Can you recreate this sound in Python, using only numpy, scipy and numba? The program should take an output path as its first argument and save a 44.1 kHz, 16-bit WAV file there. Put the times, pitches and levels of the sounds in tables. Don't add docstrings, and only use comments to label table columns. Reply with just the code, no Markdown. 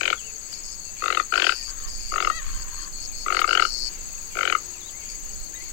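import sys
import numpy as np
from scipy import signal
from scipy.fft import rfft, irfft
from scipy.io import wavfile
from scipy.ndimage import uniform_filter1d
from numba import njit

SR = 44100
rng = np.random.default_rng(int(sys.argv[2]) if len(sys.argv) > 2 else 0)


def wav_record(signal):
    frames = np.transpose(np.atleast_2d(signal))
    bounded = np.clip(frames, -1, 1)
    quanta = np.round(bounded * 32767).astype(np.int16)
    wavfile.write(sys.argv[1], SR, quanta)


N = 252252

# (frequency [Hz], spectral density [dB re 1/Hz])
BACKGROUND_LEFT = [(40, -75), (70, -68.5), (100, -75), (250, -78), (600, -82), (1500, -84), (2500, -84),
                   (3300, -89.5), (4000, -85.5), (4600, -76.5), (5300, -90.5), (6000, -78), (7900, -86),
                   (8300, -93), (11000, -94.5), (13200, -90), (15800, -92)]
BACKGROUND_RIGHT = [(40, -71), (120, -81), (300, -85.5), (1000, -91), (2500, -89.5), (3600, -94),
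                    (5500, -94), (6200, -92), (7000, -94), (7900, -95), (8200, -99), (11000, -94.5),
                    (15800, -94.5)]
# (time [s], level [dB], left minus right [dB])
GUSTS = [(0.0, -47, -2), (0.29, -48, -13), (0.46, -47, 6), (0.65, -44.5, -10), (1.31, -47.5, -5),
         (1.37, -50.5, -19), (1.69, -38.5, 9), (1.86, -37.5, -11), (2.4, -37.5, -11), (2.47, -28, 8.0),
         (2.56, -31, -11), (2.66, -37, -5.0), (4.37, -41, -6), (4.57, -48, -13), (4.68, -54, -4),
         (5.43, -37, -11.5), (5.48, -47, 3), (5.72, -40.5, -9)]
# (onset [s], duration [s], level [dB])
FROG_CALLS = [(-.04, 0.18, -46), (.48, 0.18, -47), (0.959, 0.17, -42), (1.508, 0.22, -45.5),
              (1.979, 0.28, -48), (2.411, 0.17, -47), (2.96, 0.23, -52), (3.452, 0.23, -47),
              (3.851, 0.185, -50), (4.299, 0.15, -42.5), (4.998, 0.17, -44.5), (5.502, 0.34, -49.5)]
# (start frequency [Hz], end frequency [Hz], level [dB])
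FROG_SWEEPS = [(2480, 2100, 0), (2800, 2450, -4), (3250, 2950, -6)]
# (onset [s], duration [s], start level [dB], end level [dB], start brightness [dB],
# end brightness [dB], nominal body resonance [Hz])
CICADA_PHRASES = [(0, .38, -55, -49, -12, -11, 4520), (.4, 0.16, -53, -46, -12, 2, 4540),
                  (.55, 0.069, -46, -49, 1.1, -3, 4520), (.63, .12, -45, -42, 4, 1.1, 4550),
                  (.77, 0.13, -49, -43.5, -12, -16, 4460), (.972, .26, -45, -43, -17, -11, 4430),
                  (1.297, .05, -45, -43, -11, -11, 4470), (1.352, .08, -37, -40, -1.2, -7, 4450),
                  (1.44, .265, -35.5, -38, -2.5, -11, 4630), (1.77, 0.086, -50, -45, -12, -12, 4560),
                  (1.87, .28, -42.5, -39, -.5, -12, 4610), (2.2, .19, -47, -42, -10, -10, 4490),
                  (2.45, .18, -48.5, -41, -12, -7.5, 4470), (2.7, 0.15, -48.5, -38, -16, -5, 4420),
                  (2.92, .14, -44.5, -36.5, -15, -2, 4450), (3.12, 0.12, -44, -35.5, -15, -2, 4460),
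                  (3.31, 0.096, -39, -33, -21, -4, 4500), (3.469, 0.083, -34.5, -35.5, -10, 0, 4540),
                  (3.6, .283, -34, -30, -1, -2, 4455), (3.905, .045, -48.5, -44.5, -12, -10, 4620),
                  (4., .66, -53, -50, -8, -8, 4500), (4.87, 0.065, -56, -52, -6, -10, 4600),
                  (5.0, .07, -55, -52, -8, -8, 4530), (5.085, .09, -41, -55, -10, -4, 4600),
                  (5.22, 0.13, -55, -47, -12, -14, 4580), (5.36, .12, -50, -48, -12, -12, 4380),
                  (5.6, .1, -48, -50, -10, -6, 4470)]
# (time [s], level [dB])
KATYDID_LEVELS = [(0, -51), (2, -41), (3.5, -41.5), (5.72, -37)]
# (frequency [Hz], spread [Hz], level [dB])
WHINE_CHORUS = [(6567, 59, 8.5), (6810, 59, 5.5), (6810, 51, -19), (6360, 74, 0.5), (7000, 79, -5),
                (7290, 69, -7), (7550, 80, -2)]
CRICKET_CHORUS = [(7350, 60, -3), (7500, 70, 0), (7700, 70, -2)]
# (onset [s], knocks [count], then the interval at 0, 25, 70 and 100 % of the croak [ms])
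CROAK_TIMING = [(.0128, 6, 21.6, 22.8, 23.3, 26.8), (1.0244, 9, 16.7, 21.9, 22.8, 25.9),
                (1.3263, 10, 14.6, 20.7, 23.2, 28.3), (2.1228, 9, 18.1, 21.7, 22.6, 27.2),
                (3.265, 9, 19.9, 21.1, 22.9, 26.7), (3.4792, 9, 14.0, 20.5, 23.3, 28.2),
                (4.3563, 10, 16.5, 20.6, 23.2, 26.4)]
# (time [s], level [dB])
MAIN_LEVELS = [
    [(.013, -21), (.057, -26), (.079, -17.5), (.104, -20), (.13, -13.5)],
    [(1.024, -22), (1.04, -19), (1.105, -15), (1.15, -26), (1.175, -13.5), (1.2, -13)],
    [(1.326, -15), (1.38, -14.5), (1.4, -20), (1.445, -20), (1.469, -12), (1.495, -10.5), (1.524, -20.5)],
    [(2.123, -23), (2.16, -17), (2.25, -18), (2.275, -13.5), (2.302, -13.5)],
    [(3.265, -20.5), (3.305, -16), (3.37, -16), (3.394, -16.5), (3.418, -12), (3.445, -12.5)],
    [(3.479, -21), (3.492, -17.5), (3.553, -12), (3.625, -9.5), (3.653, -14.5)],
    [(4.356, -29), (4.39, -16.5), (4.503, -17.5), (4.527, -14), (4.554, -12)],
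]
# (four nominal resonances [Hz], third over second [dB], fourth over second [dB])
PIPE_MODES = [(1393, 2235, 2786, 3670, -3, -14), (1323, 2065, 2750, 3900, 1, -6),
              (1440, 2536, 3015, 4700, 0.5, -7.5), (1331, 2160, 2900, 3470, -0.5, -13),
              (1332, 2200, 2826, 4800, -3, -21), (1432, 2320, 2997, 4300, 6.5, -3),
              (1360, 2217, 2845, 4500, -4, -20)]
# (lag [ms], rise [ms], nominal decay [ms], fall rate [1/s],
# frequency scatter [fraction], level scatter [dB])
PIPE_RESPONSES = [(0, 1.5, 1.6, 18, .015, .7), (-1.8, 1.3, 1.7, 20, .03, 2), (0, 1.1, 1.2, 12, .025, 2),
                  (-.5, 1, 1.3, 12, .04, 3)]
# (frequency [Hz], level [dB], lag [ms], rise [ms], decay [ms])
POUCH_MODES = [(356, -10, 8.24, 2.433, 3.3), (430, -7, 6.97, 2.44, 3.05), (526.5, -9, 5.9, 2.153, 4.6),
               (650, -4.5, 5.07, 2.09, 1.53), (725, -10.5, 3.14, 1.746, 2.4)]
# (frequency [Hz], level over the second resonance [dB])
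RASP_SPECTRUM = [(900, -18), (1800, -9), (2600, -10), (3500, -12), (4400, -13), (5500, -20), (6500, -28),
                 (9500, -36)]
# (upper resonances [dB], pouch [dB], starting point on CROAK_SWELL [fraction],
# accent of the last knock [dB], rasp [dB])
CROAK_BALANCE = [(-17.5, -32, 0.35, 0.5, -4.5), (-23.5, -33.5, 0.038, 2, -1.1), (-18.5, -29, .04, -5, 3),
                 (-25, -32, 0.0075, -.1, -.1), (-22, -31.5, 0.036, 1.5, -.1), (-22, -29.5, 0.038, -4, 1.1),
                 (-18.5, -32.5, 0, -2.5, -5)]
# (position [fraction], upper resonances [dB], pouch [dB])
CROAK_SWELL = [(0, -16, -2.5), (.15, -8, -1.2), (.55, -.2, -.2), (.85, 0, 0.8), (1, -5.5, -5)]
# (delay [ms], level [dB])
REFLECTIONS = [(8, -21.5), (14, -35)]
# (onset [s], duration [s], start frequency [Hz], turning frequency [Hz],
# turning point [fraction], end frequency [Hz], start level [dB], end level [dB])
WHISTLE_NOTES = [(0.169, .055, 3450, 3380, 0.22, 2520, -46.5, -55),
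                 (0.222, .1, 2550, 2950, 0.32, 2310, -51.5, -57),
                 (0.521, 0.028, 5290, 4440, .55, 4430, -41, -40.5),
                 (.845, .15, 2720, 2640, .45, 2700, -64, -66), (1.57, .08, 1950, 1830, .45, 1810, -61, -62),
                 (2.199, 0.099, 4500, 5380, 0.58, 4560, -47, -54),
                 (3.84, .2, 3050, 2900, .4, 2580, -67, -64),
                 (4.737, 0.053, 2910, 2480, 0.56, 2350, -53, -56.5),
                 (4.795, .093, 4500, 3350, 0.296, 4020, -56, -51),
                 (4.885, .02, 3680, 3630, .25, 2540, -53, -53),
                 (4.928, .115, 1950, 2310, 0.53, 2110, -60, -60),
                 (5.11, .05, 2380, 2320, .3, 2390, -62, -68), (5.528, .07, 1500, 2055, .45, 1956, -60, -50),
                 (5.595, 0.037, 1940, 2080, .55, 2300, -53, -55),
                 (5.548, 0.023, 3770, 3780, .45, 3870, -52, -51)]
# (onset [s], duration [s], frequency [Hz], level [dB])
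COO_NOTES = [(0.199, 0.17, 445, -67), (2.604, 0.097, 339, -63), (2.76, .29, 335, -63.5),
             (3.762, 0.19, 345, -62), (4.599, 0.28, 356, -62), (5.45, 0.25, 342.3, -63)]
# (time [s], treble level [dB], body level [dB])
DRY_TICKS = [(0.526, -31, -34.5), (.967, -48, -38.5), (1.003, -50, -36), (3.1847, -31, -49),
             (3.4033, -21, -38)]
# (onset [s], duration [s], lowest resonance at start, middle and end [Hz],
# level at start, middle and end [dB])
HOARSE_CALLS = [(1.68, .21, 1110, 1226, 1130, -55.5, -55, -54),
                (2.42, .46, 1202, 1016, 1094, -47.5, -53.5, -52.5)]
# (frequency over the lowest [ratio], level [dB])
HOARSE_MODES = [(1, 2.5), (1.25, -1.5), (1.5, 1.5), (1.85, -3.5), (2.3, -5), (2.8, -1.5), (3.3, -6.5)]
# (time [s], fundamental [Hz], level [dB])
SQUAWK_CONTOUR = [(2.29, 613, -58), (2.304, 614, -52.5), (2.366, 665, -49), (2.38, 651, -45.5),
                  (2.43, 516, -57.5)]
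# (harmonic [number], level [dB])
SQUAWK_HARMONICS = [(1, -14.5), (2, -2), (3, 4), (4, -7), (5, -8.5), (6, -8)]
# (onset [s], end [s], note rate [1/s], frequency [Hz], level [dB])
TRILL_RUNS = [(3.099, 3.22, 45, 2500, -54), (4.095, 4.25, 23, 2530, -50), (5.241, 5.308, 45, 2680, -51.5)]

AIMED_DB, SPILL_DB = 7.5, -35.5
BUZZ_ATTACK_S, BUZZ_RELEASE_S, BUZZ_EDGE_DB = .01, .012, -22
BUZZ_ACCENT_DB, BUZZ_ACCENT_S, BUZZ_SAG_PER_DB = 5.5, .015, .0035


def amp(db):
    return 10 ** (np.asarray(db, float) / 20)


def read(table, t):
    s, *columns = np.transpose(table)
    return [np.interp(t, s, c) for c in columns]


def bursts(s, hz, db, rise_ms, decay_ms, glide=0., spread=0., scatter_db=0., phase_scatter=9.92):
    pitch, level, phase = rng.standard_normal((len(s), 3)).T
    columns = (s, hz * (1 + spread * pitch), amp(db + scatter_db * level),
               rise_ms / 1000, decay_ms / 1000, glide, phase_scatter * phase)
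    return np.column_stack(np.broadcast_arrays(*columns))


@njit
def ring(rows, n, sr):
    out = np.zeros(n)
    for s, hz, size, rise, decay, glide, phase in rows:
        peak = int(s * sr)
        for i in range(max(peak - int(3 * rise * sr), 0), min(peak + int(6 * decay * sr), n)):
            t = i / sr - s
            phase += 2 * np.pi * hz * np.exp(-glide * min(t, decay)) / sr
            envelope = np.exp(-.5 * (t / rise) ** 2) if t < 0 else 1 / np.cosh(t / decay)
            out[i] += size * np.sin(phase) * envelope
    return out


def play(rows):
    return ring(np.vstack(rows), N, float(SR))


def walk(rate):
    hold = int(SR / rate)
    steps = np.repeat(rng.standard_normal(N // hold + 1), hold)
    return 1.3 * uniform_filter1d(uniform_filter1d(steps, hold), hold)[:N]


def scatter(sound, tail_db, t60_s, echoes=()):
    t = np.arange(SR // 4) / SR
    response = rng.standard_normal(len(t)) * amp(-60 * t / t60_s) * np.minimum(t / .0039, 1)
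    response *= amp(tail_db) / np.linalg.norm(response)
    response[0] = 1
    for ms, db in echoes:
        response[int(ms * SR / 1000)] += amp(db)
    return signal.fftconvolve(sound, response)[:N]


def background(spectrum):
    hz = np.maximum(np.fft.rfftfreq(N, 1 / SR), 1)
    knots_hz, db = np.transpose(spectrum)
    density = amp(np.interp(np.log(hz), np.log(knots_hz), db))
    noise = rfft(rng.standard_normal(N)) * density * np.sqrt(SR / 2)
    octave, swell = np.log2(hz / 32), walk(.71)
    bands = (irfft(noise * np.clip(1 - abs(octave - k), 0, 1), N) for k in range(10))
    return sum(amp(.5 * swell + 1.2 * walk(9)) * band for band in bands)


def wind(buffet_db=1.5, buffet_rate=12):
    db, pan = read(GUSTS, np.arange(N) / SR)
    bass = signal.butter(2, [10, 26], "band", fs=SR, output="sos")
    rumble = signal.sosfilt(bass, rng.standard_normal((2, N)))
    rumble /= np.sqrt(uniform_filter1d(rumble ** 2, SR // 8, axis=1) + 1e-12)
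    buffets = buffet_db * np.array([walk(buffet_rate), walk(buffet_rate)])
    return rumble * amp(db + buffets + np.array([pan, -pan]) / 2)


def frogs(rate=110):
    rows = []
    for start, length, db in FROG_CALLS:
        progress = np.arange(0, 1, 1 / (rate * length))
        s = start + progress * length
        swell_db = 10 * np.log10(np.sin(np.pi * progress ** .52) + .011)
        for start_hz, end_hz, band_db in FROG_SWEEPS:
            hz = start_hz + (end_hz - start_hz) * progress ** 1.4
            rows.append(bursts(s, hz, db + band_db + swell_db, .99, 4.4, spread=.0414, scatter_db=3.2))
    return play(rows)


def cicada(rate=121.5):
    rows = []
    for start, length, start_db, end_db, start_bright, end_bright, body_hz in CICADA_PHRASES:
        t = np.arange(0, length + BUZZ_RELEASE_S, 1 / rate)
        s = start + t + .00004 * np.cumsum(rng.standard_normal(len(t)))
        progress, swell_db = np.minimum(t / length, 1), end_db - start_db
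        edge = np.clip(np.maximum(1 - t / BUZZ_ATTACK_S, (t - length) / BUZZ_RELEASE_S), 0, 1)
        accent_db = BUZZ_ACCENT_DB * np.exp(-t / BUZZ_ACCENT_S)
        db = start_db + progress ** 1.6 * swell_db + BUZZ_EDGE_DB * edge + accent_db
        sag = BUZZ_SAG_PER_DB * np.clip(swell_db, 0, 12) * (np.sin(np.pi * progress ** .6) - .6)
        hz = body_hz * (1 - sag)
        bright_db = start_bright + progress * (end_bright - start_bright)
        rows += [bursts(s, hz, db + 4, 1.15, 1.2, 24., .008, 1.7, .84),
                 bursts(s - .001, 1.09 * hz, db + .4 * bright_db - .6, 1., 1.7, 15., .011, 2.5, .64),
                 bursts(s - .0015, 5410, db + bright_db, .81, .77, 8., .02, 1.58)]
        rows += [bursts(s, k * hz, .5 * db - 38.6, .93, 2.4, 0., .015, 1.6) for k in (1.95, 2.06, 2.18)]
    return scatter(play(rows), tail_db=-8.5, t60_s=.081)


def katydid(clicks=24):
    stroke = np.arange(-45, 76)
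    s = np.repeat(2.1205 + .047308 * stroke + 1.311e-5 * stroke ** 2, clicks)
    s += rng.exponential(.002, len(s)) - .002
    hz = rng.uniform(10500, 16000, len(s))
    db = read(KATYDID_LEVELS, s)[0] - 3 - 2.25 * (16000 - hz) / 1000
    return play([bursts(s, hz, db, .36, .38, scatter_db=2.6)])


def cricket(hz, db, period_s=.06542):
    s = .0056 + period_s * np.arange(88)
    return play([bursts(s + lag, hz, db, 5.6, 5.2, .57, .0015, .27) for lag in (-.004, .004)])


def chorus(bands, db, rate, ring_ms=2.5):
    rows = []
    for hz, spread_hz, band_db in bands:
        s = np.cumsum(rng.uniform(.5, 1.5, int(1.1 * rate * N / SR))) / rate
        throb_db = .47 * walk(24.94)[np.minimum(s * SR, N - 1).astype(int)]
        rows.append(bursts(s, hz, db + band_db + throb_db, ring_ms, ring_ms, 0., spread_hz / hz, 3.08))
    return play(rows)


def beak_rasp(s, db, grains=40):
    delay = rng.exponential(.0043, (len(s), grains))
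    times = s[:, None] + delay - .0025
    hz = np.tile(np.geomspace(RASP_SPECTRUM[0][0], RASP_SPECTRUM[-1][0], grains), (len(s), 1))
    grain_db = db[:, None] + read(RASP_SPECTRUM, hz)[0] - 300 * delay
    return [bursts(times.ravel(), hz.ravel(), grain_db.ravel(), .5, .7, spread=.05, scatter_db=3.)]


def windpipe(s, pipe, main_db, upper_db):
    *modes_hz, third_db, fourth_db = pipe
    levels = main_db, upper_db, upper_db + third_db, upper_db + fourth_db
    closure = np.clip((main_db - upper_db) / 14, 0, 1)
    tuning, sustain = 1.055 - .095 * closure, .56 + .42 * closure ** 2
    return [bursts(s + lag / 1000, hz * tuning, db, rise, decay * sustain, *shape)
            for hz, db, (lag, rise, decay, *shape) in zip(modes_hz, levels, PIPE_RESPONSES)]


def throat_pouch(s, pouch_db):
    rows = []
    for hz, db, lag, rise, decay in POUCH_MODES:
        delay = (lag + .5 * rng.standard_normal(len(s))) / 1000
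        rows.append(bursts(s + delay, hz, pouch_db + db, rise, decay, 5., .04, 1.5))
    return rows


def toucans():
    rows = []
    for timing, pipe, curve, balance in zip(CROAK_TIMING, PIPE_MODES, MAIN_LEVELS, CROAK_BALANCE):
        start, knocks, *gaps_ms = timing
        upper_db, pouch_db, swell_start, last_db, rasp_db = balance
        gaps = np.interp(np.linspace(0, 1, knocks - 1), [0, .25, .7, 1], gaps_ms) / 1000
        s = start + np.r_[0, np.cumsum(gaps)]
        upper_swell, pouch_swell = read(CROAK_SWELL, np.linspace(swell_start, 1, knocks))
        accent_db = last_db * (s == s[-1])
        upper_db = upper_db + upper_swell + accent_db
        rows += windpipe(s, pipe, read(curve, s)[0], upper_db)
        rows += throat_pouch(s, pouch_db + pouch_swell + accent_db)
        rows += beak_rasp(s, upper_db + rasp_db)
    return scatter(play(rows), tail_db=-10.5, t60_s=.12, echoes=REFLECTIONS)


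def tone(contour, waver, flutter, harmonics=((1, 0),)):
    i = np.arange(int(contour[0][0] * SR), min(int(contour[-1][0] * SR), N))
    gate = signal.windows.tukey(len(i), min(1, 700 / len(i)))
    hz, db = read(contour, i / SR)
    hz = uniform_filter1d(hz, size=500) * (1 + .0036 * waver[i])
    phase = 2 * np.pi * np.cumsum(hz) / SR
    wave = sum(amp(level) * np.sin(k * phase) for k, level in harmonics)
    out = np.zeros(N)
    out[i] = np.sqrt(2) * gate * amp(db + 2.5 * flutter[i]) * wave
    return out


def whistles(waver, flutter):
    out = np.zeros(N)
    for s, length, start_hz, turn_hz, turn, end_hz, db, end_db in WHISTLE_NOTES:
        bend = (s + turn * length, turn_hz, db + turn * (end_db - db))
        out += tone([(s, start_hz, db), bend, (s + length, end_hz, end_db)], waver, flutter)
    return out


def coos(waver, flutter):
    return sum(tone([(s, hz, db), (s + length, hz, db)], waver, flutter)
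               for s, length, hz, db in COO_NOTES)


def ticks(modes=24):
    rows, hz = [], np.geomspace(900, 15500, modes)
    for s, treble_db, body_db in DRY_TICKS:
        times = s + .0025 + .002 * rng.standard_normal(modes)
        db = np.where(hz > 6000, treble_db - 15.5, body_db - 14)
        rows.append(bursts(times, hz, db, .28, .48, spread=.02, scatter_db=3.5))
    return play(rows)


def hoarse_squawks(flutter, period_s=.012):
    rows, drift = [], walk(14)
    for start, length, *knots in HOARSE_CALLS:
        contour = np.column_stack([start + length * np.array([0, .5, 1]), knots[:3], knots[3:]])
        for ratio, mode_db in HOARSE_MODES:
            s = np.arange(start, start + length, period_s)
            s += .001294 * rng.standard_normal(len(s))
            i = (s * SR).astype(int)
            hz, db = read(contour, s)
            hz *= ratio * (1 + .045 * drift[i])
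            db += mode_db + 2.2 * flutter[i]
            rows.append(bursts(s, hz, db, .99, 2.1, spread=.055, scatter_db=1.8))
    return play(rows)


def clean_squawk(waver, flutter):
    return tone(SQUAWK_CONTOUR, waver, flutter, SQUAWK_HARMONICS)


def trills():
    return play([bursts(np.arange(start, end, 1 / rate), hz, db, 3., 3., 10., .035, 2.)
                 for start, end, rate, hz, db in TRILL_RUNS])


def scene():
    croaks = toucans()
    whine = chorus(WHINE_CHORUS, db=-50, rate=130)
    waver, flutter = walk(60), walk(40)
    calls = whistles(waver, flutter) + coos(waver, flutter)
    calls += hoarse_squawks(flutter) + clean_squawk(waver, flutter)
    far_birds = amp(1.5) * scatter(calls, tail_db=-6, t60_s=.15)
    aimed = amp(AIMED_DB) * (croaks + far_birds + trills() + cicada() + whine + ticks())
    aimed += cricket(hz=7765, db=-36.5) + katydid()
    meadow = chorus(CRICKET_CHORUS, db=-48, rate=110) + cricket(hz=7800, db=-48.5) + frogs()
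    meadow += amp(AIMED_DB + SPILL_DB) * croaks + amp(-8.5) * katydid()
    return np.array([aimed + background(BACKGROUND_LEFT), meadow + background(BACKGROUND_RIGHT)]) + wind()


def record(dry, drive=.75, cutoff_hz=15800):
    lowpass = signal.ellip(14, .3, 70, cutoff_hz, fs=SR, output="sos")
    return signal.sosfilt(lowpass, np.tanh(drive * dry) / drive)


dry = scene()
out = record(dry)
wav_record(out)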